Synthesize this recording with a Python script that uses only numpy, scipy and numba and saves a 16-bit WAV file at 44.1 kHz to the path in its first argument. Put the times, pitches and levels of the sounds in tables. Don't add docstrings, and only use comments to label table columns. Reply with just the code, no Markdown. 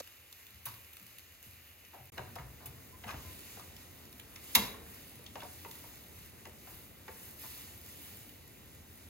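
import sys
import numpy as np
from scipy import signal
from scipy.fft import rfft, irfft, next_fast_len
from scipy.io import wavfile
from scipy.ndimage import uniform_filter1d
from numba import njit

SR = 44100
rng = np.random.default_rng(int(sys.argv[2]) if len(sys.argv) > 2 else 0)


def materialize(psi):
    bounded = np.clip(np.atleast_2d(psi).T, -1, 1)
    quanta = np.round(bounded * 32767).astype(np.int16)
    wavfile.write(sys.argv[1], SR, quanta)


def invert_db(level):
    return 10 ** (np.asarray(level, dtype=float) / 20)


N = 400862
SIZE = next_fast_len(N + SR)
HZ = np.maximum(np.arange(SIZE // 2 + 1) * SR / SIZE, 1)

# low_hz, high_hz
BED_BANDS_HZ = [(40, 400), (500, 3000), (3000, 7000), (10500, 15800)]
# freq_hz, density_db
FIRST_COLOUR = [(30, -17), (55, -4.5), (85, 6), (150, -11.5), (300, -13), (950, -25), (1700, -23),
                (1850, -19.5), (2900, -17), (3300, -21), (5600, -22.5), (8000, -15.5), (12300, -12),
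                (13300, -8), (14200, -14), (16000, -16)]
# freq_hz, density_db
SECOND_COLOUR = [(30, -13), (55, -3.5), (85, 4), (140, -5.5), (280, -8), (600, -17), (1000, -21.5),
                 (1700, -23.5), (1900, -19), (2800, -22), (5600, -25), (8500, -16.5), (11500, -16.5),
                 (15000, -16.5)]
# start and end rows of hum_db, air_db, hiss_db, sizzle_db
REST_DB = [
    [(-70, -62.5, -67, -63.5), (-64.5, -62.5, -68.5, -64)],
    [(-58.5, -62, -67, -63), (-58, -64.5, -67, -64.5)],
]
# peak_s, gain_db, rise_s, fall_s, hiss_share
FLARES = [(.86, 1.5, 0.2, 0.38, 0.7), (1.45, 4, 0.038, 0.052, 1), (3.25, 6, 0.18, 0.93, 1.38),
          (4.53, 8.5, 0.28, 0.32, 1), (5.56, 6, 0.32, 0.92, 0.9), (4.97, 5.5, 0.17, 0.27, 0.9),
          (6.71, 7.5, 0.12, 0.22, 0.37), (7.25, 8.5, 0.25, 0.24, 0.5), (7.45, 12, 0.1, 0.39, 0.79),
          (8.1, 7.5, 0.61, 0.34, 0.84)]
# start_s, hum_db, air_db, treble_db
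WASHES = [
    (.66, -59.5, -76, -54),
    (2.18, -56, -65, -76),
    (3.06, -52.5, -57, -64),
    (4.554, -50, -39.5, -46),
]
# start_s, end_s, level_db
MUTES = [
    (.0135, .0175, -8),
    (2.1005, 2.1205, -80),
]
# start_s, peak_db, spot_hz, bright_re_peak_db
KNOCKS = [(0.6613, -39.5, 1250, -17), (0.666, -38, 1140, -20), (0.676, -44.5, 1100, -21),
          (2.172, -42, 830, -25), (2.179, -33, 835, -23), (2.179, -35.5, 1870, -19),
          (2.192, -37.5, 690, -25), (2.36, -37, 786, -18), (2.358, -42.5, 1250, -23),
          (2.385, -43, 1880, -22), (2.391, -43, 940, -25), (2.665, -46, 845, -16), (3.037, -40, 1900, -20),
          (3.041, -39.5, 890, -23), (3.069, -43, 750, -18), (3.0793, -37, 1150, -21),
          (3.09, -35.5, 2000, -16), (3.098, -36.5, 1050, -15), (3.105, -42, 1590, -11),
          (3.112, -43, 1100, -18), (3.12, -43, 900, -17), (3.136, -45, 1700, -15), (3.141, -39.5, 874, -23),
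          (3.569, -43, 725, -11), (3.595, -43.5, 1090, -2),
          (4.194, -47, 1880, -12), (4.359, -40.5, 1940, -1.5), (4.541, -51, 3900, -7),
           (4.546, -39, 2520, 1), (4.5518, -17.5, 3250, -13), (4.553, -23, 3880, -11),
           (4.742, -51, 1110, -20), (5.191, -51.5, 504, -16), (5.262, -42.5, 3640, -11),
           (5.355, -34, 855, -22), (5.356, -39.5, 610, -25), (5.37, -48, 1000, -25),
           (5.356, -44.5, 2620, -16), (5.4035, -42, 3460, -14), (5.418, -46, 1900, -20),
           (5.42, -39, 900, -22), (5.432, -39.5, 700, -11), (5.447, -45, 736, -20), (5.6465, -40, 940, -22),
           (5.647, -42, 2100, -18), (5.654, -50, 430, -25), (5.755, -50, 1130, -25),
           (5.839, -46.5, 875, -17), (6.454, -45, 890, -10), (6.464, -46.5, 454, -25),
           (6.671, -45.5, 850, -25), (6.684, -51, 1060, -25), (6.453, -43, 1990, -12),
           (7.08, -40, 910, -27), (7.08, -39, 1720, -22), (7.087, -46, 477, -25)]
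# start_s, peak_db, spot_hz, bright_re_peak_db, length_s
SCRAPES = [
    (.001, -33, 444, 0.5, 0.0058),
    (1.932, -43.5, 740, -27, 0.039),
    (1.96, -53, 715, -29, 0.11),
    (2.6, -49, 880, -26, 0.11),
    (3.074, -36, 1080, -12, 0.058),
    (4.5515, -20, 2090, -5, 0.0073),
    (4.558, -24, 1050, -23, 0.021),
    (2.362, -43, 950, -25, .05),
    (6.69, -52, 980, -25, 0.03),
    (7.428, -43.5, 1050, -12, 0.031),
]
# freq_hz, t60_s, level_db
BASKET = [(894, .11, 5), (960, .09, 5), (1113, .1, 5), (2075, .11, 9), (2145, .07, 4), (2300, .06, 2),
          (3400, .06, 9), (3884, .06, 9), (5408, .12, 4), (6420, .05, 4), (8430, .1, 4), (11783, .1, 8),
          (13138, .07, 6), (14480, .08, 6)]
# start_s, peak_db, body_re_peak_db
TICKS = [(0.0413, -50, -3), (0.074, -40.5, -3), (0.3261, -41.5, -1), (0.466, -45, -5), (0.845, -51, 2.5),
         (1.849, -51, 2), (0.74, -43, -2), (0.932, -42, -14), (0.968, -39, -3), (1.0281, -42, -18.5),
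         (1.065, -46, -7), (1.1837, -41, -9), (1.427, -42, -10), (2.055, -45.5, -13), (2.355, -39.5, -6),
         (3.221, -47, -12), (3.765, -45, 2), (4.0524, -47, 0), (4.1265, -43, -1), (4.1971, -40.5, -0.5),
         (4.4408, -41, -15), (4.944, -41, -6), (5.155, -42.5, -12), (5.24, -44, -17), (5.7108, -41.5, -5),
         (5.7867, -44, -7), (6.038, -48, -7), (6.4722, -42, -7), (7.861, -43, -6), (8.17, -39, -19),
         (8.292, -43, -7), (8.4766, -45, -17)]
# start_s, peak_db, body_re_peak_db, t60_s, burst_s
SPRAYS = [(.655, -29.5, -11.5, .03, 0.00068), (0.6556, -31, -20, 0.08, 0.008),
          (2.657, -34.5, -11.5, 0.061, 0.0051), (4.5496, -10.5, -6.5, 0.055, 0.0082),
          (2.177, -45, 9, 0.019, 0.0061), (3.075, -52, 7, 0.023, 0.036), (3.1, -46, 4.5, .02, .03)]
# start_s, peak_db, pitch_hz
THUDS = [(0.662, -42, 103.6), (1.457, -49.5, 87), (1.983, -46, 126), (2.173, -36, 119), (2.388, -38, 125),
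         (2.659, -41, 136), (3.048, -38, 130), (3.128, -35.5, 131), (3.24, -42, 90), (4.553, -29.5, 193),
         (5.369, -53, 87), (5.426, -50, 190), (5.549, -53, 88.8), (6.459, -48.5, 88), (6.718, -52, 56.6),
         (7.09, -52, 132)]
# start_s, peak_db, pitch_hz
DEEP_THUDS = [(4.555, -36, 55), (3.2, -56, 72), (3.13, -43, 60), (2.39, -45.5, 59), (1, -52, 170),
              (0.53, -49, 96)]
# start_s, pitch_hz, level_db, length_s
SINGS = [(2.928, 1020, -59, .045), (3.235, 1020, -59, .1), (4.578, 450, -49, .08), (4.69, 430, -56, .12),
         (4.8, 455, -59, .18), (5.652, 900, -51, .04), (4.551, 6400, -36, .014), (5.262, 3540, -50, .008),
         (5.404, 3460, -45, .009), (2.358, 1300, -50, .018), (4.74, 1100, -56, .02), (3.04, 450, -63, .25),
         (2.359, 750, -41, .016), (.659, 3700, -52, .016), (.655, 6100, -47, .008),
         (2.1795, 1900, -50, .006), (2.385, 1900, -47, .006)]
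# freq_hz, phase_rad
PORT_PHASE = [(0, 0), (2200, -.2), (2900, .9), (3250, 2.9), (3700, 1.2), (5200, 1.3), (5650, np.pi),
              (5900, 4.7), (6600, 5.8), (7500, 3.6), (8200, np.pi), (8950, np.pi), (13000, 0)]
# freq_hz, correlation
LIKENESS = [(50, .95), (300, .75), (750, .2), (2200, .65), (3300, .75), (4500, .35), (5650, .7), (6400, .6),
            (7100, .35), (7800, .92), (8600, .998), (9600, .85), (12500, .85), (13200, .995)]


def on_log(table, hz):
    f, v = np.transpose(table)
    return np.interp(np.log(hz), np.log(f), v)


def walk(rate_hz):
    k = int(SR / rate_hz)
    held = np.repeat(rng.standard_normal(N // k + 1), k)
    return 1.21 * uniform_filter1d(held, k)[:N]


def ports(common, apart, keep=1):
    f, turn_rad = np.transpose(PORT_PHASE)
    like = np.clip(keep * on_log(LIKENESS, HZ), 0, 1)
    same = np.sqrt((1 + like) / 2) * common
    other = np.sqrt((1 - like) / 2) * apart
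    half = np.exp(.5j * np.interp(HZ, f, turn_rad))
    return np.array([(same + other) * half, (same - other) / half])


def hump(s, peak_s, rise_s, fall_s):
    u = np.where(s < peak_s, (peak_s - s) / rise_s, (s - peak_s) / fall_s)
    return np.cos(np.pi / 2 * np.clip(u, 0, 1)) ** 2


def bed_levels(rest_db, start_s, end_s):
    s = np.arange(0, N / SR, .005)
    db = np.array([np.interp(s, [start_s, end_s], pair) for pair in np.transpose(rest_db)])
    for peak_s, gain_db, rise_s, fall_s, hiss_share in FLARES:
        shares = [0, 0.27, hiss_share, 1]
        db = db + np.outer(shares, gain_db * hump(s, peak_s, rise_s, fall_s))
    power = invert_db(2 * db)
    rise_s = 0.0095
    t60_s = np.array([1.4, 0.84, 0.42, 0.71])[:, None]
    for at_s, hum_db, air_db, treble_db in WASHES:
        age_s = np.maximum(s - at_s, 0)
        top_db = np.array([hum_db, air_db, treble_db, treble_db])[:, None]
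        power = power + np.clip(age_s / rise_s, 0, 1) * invert_db(2 * (top_db - 60 * age_s / t60_s))
    return np.transpose([s, *(10 * np.log10(power))])


def frying_spits():
    rate_hz, level_db = 310, -7.5
    hits = (rng.random(SIZE) < rate_hz / SR) * rng.standard_normal(SIZE)
    hits = hits * invert_db(2.2 * np.minimum(rng.exponential(size=SIZE), 4))
    crack = rng.standard_normal(size=60) * np.exp(-np.arange(60) / 15)
    spits = np.convolve(hits, crack)[:SIZE]
    return rfft(spits / spits.std()) * invert_db(level_db) * np.clip(HZ / 2500, 0, 1) ** 2


def background(curves, colour):
    flicker_db, swell_db = .8, .7
    noise = rng.standard_normal((2, SIZE))
    both = ports(rfft(noise[0]) + frying_spits(), rfft(noise[1])) * invert_db(on_log(colour, HZ))
    power = np.abs(both.mean(axis=0)) ** 2 * 2 / SIZE ** 2
    s, *levels = np.transpose(curves)
    trims = []
    for db, (lo, hi) in zip(levels, BED_BANDS_HZ):
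        trims.append(db - 10 * np.log10(power[(HZ > lo) & (HZ < hi)].sum()))
    trims = np.transpose(trims)
    centres = np.log([np.sqrt(lo * hi) for lo, hi in BED_BANDS_HZ])
    swell, out = walk(14), 0
    for step in np.arange(0, 9.6, .5):
        hz = 25 * 2 ** step
        share = np.clip(1 - 2 * np.abs(np.log2(HZ / hz)), 0, 1)
        trim_db = [np.interp(np.log(hz), centres, row) for row in trims]
        db = np.interp(np.arange(N) / SR, s, trim_db)
        db += flicker_db * walk(16) + swell_db * swell * (hz > 1000)
        out = out + invert_db(db) * irfft(both * share, SIZE)[:, :N]
    return out


@njit
def add(out, lag, push, hz, t60, gain):
    for m in range(len(hz)):
        p = np.exp((2j * np.pi * hz[m] - np.log(1000) / t60[m]) / SR)
        z = 0j
        for i in range(min(len(push) + int(t60[m] * SR), len(out) - lag[m])):
            z = z * p + (push[i] if i < len(push) else 0.)
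            out[lag[m] + i] += (gain[m] * z).imag


def strike(out_len, hz, t60_s, gain, rattle_s, peak_band_hz, lag_cycles=2.2):
    u = np.linspace(.05, 1, int(rattle_s * SR) + 2)
    bumps = rng.standard_normal((4608, 2))[:len(u)]
    push = bumps[:, 0] * (np.abs(bumps[:, 1]) > 1.3) * np.sin(np.pi * u ** .5)
    push[0] += .3
    colour = np.abs(rfft(push, 8192)[(hz / SR * 8192).astype(int)]) ** 2
    gain = gain / np.sqrt(colour + .15 * colour.mean())
    spot = rng.random((2, len(hz)))
    lag = (lag_cycles * SR / hz * spot[0]).astype(np.int64)
    out = np.zeros(out_len)
    add(out, lag, push, hz, t60_s, gain * np.exp(2j * np.pi * spot[1]))
    band = signal.sosfilt(signal.butter(2, peak_band_hz, "band", fs=SR, output="sos"), out)
    return out / np.max(np.abs(band))


def place(events):
    line = np.zeros(N + 2 * SR)
    for s, sound in events:
        line[int(s * SR):int(s * SR) + len(sound)] += sound
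    return line[:N]


def knocks():
    knock_rattle_s, knock_t60_s, scrape_t60_s = 0.0041, 0.074, 0.088
    above_db_oct, below_db_oct = 10.5, 17
    spot_db, spot_octaves, treble_db, scatter_db = 3.5, 0.14, -3.5, 2.5
    frame_hz, frame_t60_s, frame_level_db = np.transpose(BASKET)
    wires = 300 * 50 ** rng.random(size=400)
    hz = np.r_[frame_hz, wires]
    rows = [(*row, scrape_t60_s) for row in SCRAPES]
    rows += [(*row, knock_rattle_s, knock_t60_s) for row in KNOCKS]
    heard = []
    for s, db, spot_hz, bright_db, rattle_s, t60_s in rows:
        frame_db = frame_level_db + 3 + 2 * min(db + 26, 0)
        octaves = np.log2(hz / spot_hz)
        near_spot = np.where(octaves > 0, -above_db_oct * octaves, below_db_oct * octaves)
        near_spot += spot_db * np.exp(-(octaves / spot_octaves) ** 2)
        bright_curve = [(1500, -44), (4000, bright_db), (6500, bright_db), (12000, bright_db + treble_db)]
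        bright = on_log(bright_curve, hz)
        own_db = np.r_[frame_db, 0 * wires] + np.maximum(near_spot, bright + spot_db / 2)
        gain = invert_db(own_db + scatter_db * rng.standard_normal(len(hz)))
        ring_s = 0.84 * np.clip(t60_s, .01, .4) * (1000 / hz) ** .65
        ring_s[:len(BASKET)] = frame_t60_s
        body = strike(SR // 2, hz, ring_s, gain, np.clip(rattle_s, 0, .1), (500, 4000))
        heard.append((s, invert_db(db) * body))
        click_curve = [(500, -43), (1200, -8.5), (2400, -11), (5000, bright_db), (15000, bright_db - 15)]
        click = invert_db(on_log(click_curve, wires))
        edge_t60_s = np.full(len(wires), 0.011)
        edge = strike(SR // 10, wires, edge_t60_s, click, 0.00091, (500, 4000), lag_cycles=2.5)
        heard.append((s, invert_db(db - 5 - 230 * rattle_s) * edge))
    return place(heard)


def ticks():
    tick_t60_s, tick_burst_s = 0.011, 0.0031
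    heard = []
    for s, db, body_db, t60_s, burst_s in SPRAYS + [(*row, tick_t60_s, tick_burst_s) for row in TICKS]:
        hz = 1500 + 14300 * rng.random(size=360)
        curve = [(1500, body_db), (2000, body_db + 0.5), (2800, body_db + 7), (3600, body_db + 5.5),
                 (6000, min(body_db, 0) + 0.5), (9000, 0), (16000, 0)]
        gain = invert_db(on_log(curve, hz))
        ring_s = np.full(len(hz), np.clip(t60_s, .004, .2))
        crack = strike(SR // 5, hz, ring_s, gain, np.clip(burst_s, 0, .03), (10000, 15800))
        heard.append((s, invert_db(db) * crack))
    return place(heard)


def thuds():
    thud_t60_s, deep_t60_s = 0.26, 0.32
    frame_hz = np.array([55.6, 75.8, 82.6, 110.7, 123.8, 126.7, 161.0, 207.6, 209.0, 244.0, 303.0])
    rows = [(*row, thud_t60_s) for row in THUDS] + [(*row, deep_t60_s) for row in DEEP_THUDS]
    heard = []
    for s, db, hz, t60_s in rows:
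        body_hz = np.r_[hz, frame_hz]
        mode_db = 3.0 * rng.standard_normal(len(body_hz)) - 14 * np.abs(np.log2(body_hz / hz))
        gain = np.where(body_hz == hz, 2, 1) * invert_db(mode_db)
        ring_s = np.clip(t60_s, .03, .5) * (100 / body_hz) ** .5
        thud = strike(SR, body_hz, ring_s, gain, 0.032, (50, 300), lag_cycles=0.97)
        heard.append((s, invert_db(db - 3.5) * thud))
    return place(heard)


def sings():
    heard, wobble = [], invert_db(2.5 * walk(70))
    for s, hz, db, length_s in SINGS:
        u = np.arange(int(length_s * SR)) / (length_s * SR)
        tone = np.sin(np.pi * u ** .5) * np.sin(2 * np.pi * hz * length_s * u)
        heard.append((s, invert_db(db) * tone * wobble[int(s * SR):][:len(u)]))
    return place(heard)


def room(x):
    level_db, t60_s, corner_hz = -5, 0.42, 5860
    t = np.arange(SR) / SR
    tail = rng.standard_normal((2, SR)) * invert_db(-60 * t / t60_s) * np.clip(t / 0.0073, 0, 1)
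    tail = rfft(tail / np.sqrt(np.sum(tail[0] ** 2)), SIZE) / np.sqrt(1 + (HZ / corner_hz) ** 2)
    near = rfft(x, SIZE)
    early = rng.standard_normal(size=200) * np.hanning(200) / 14
    beside = near * rfft(early, SIZE) * np.clip(HZ / 400, 0, 1)
    direct = ports(near, beside, keep=0.6)
    diffuse = ports(near * tail[0], near * tail[1])
    return irfft(direct + invert_db(level_db) * diffuse, SIZE)[:, :N]


def scene():
    t = np.arange(N) / SR
    change_s = np.mean(MUTES[1][:2])
    second = bed_levels(REST_DB[1], change_s, t[-1])
    first = bed_levels(REST_DB[0], 0, change_s)
    bed = np.where(t > change_s, background(second, SECOND_COLOUR), background(first, FIRST_COLOUR))
    chop = np.where((t > MUTES[0][0]) & (t < .2), .03, 1)
    left_db = 1.5
    nearer_left = invert_db(np.array([[left_db], [-left_db]]) / 2)
    struck = room(knocks() + thuds() + sings())
    return bed + chop * nearer_left * struck + room(ticks())


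def roll_off(x):
    return signal.sosfilt(signal.butter(12, 15900, fs=SR, output="sos"), x)


def record(dry):
    top = signal.ellip(6, .2, 45, 15850, fs=SR, output="sos")
    bass = signal.butter(3, 40, "high", fs=SR, output="sos")
    t, db = np.arange(N) / SR, 0
    for start_s, end_s, level_db in MUTES:
        db = db + level_db * ((t > start_s) & (t < end_s))
    mix = signal.sosfilt(np.r_[top, bass], dry) * uniform_filter1d(invert_db(db), size=90)
    return roll_off(mix)


dry = scene()
out = record(dry)
materialize(out)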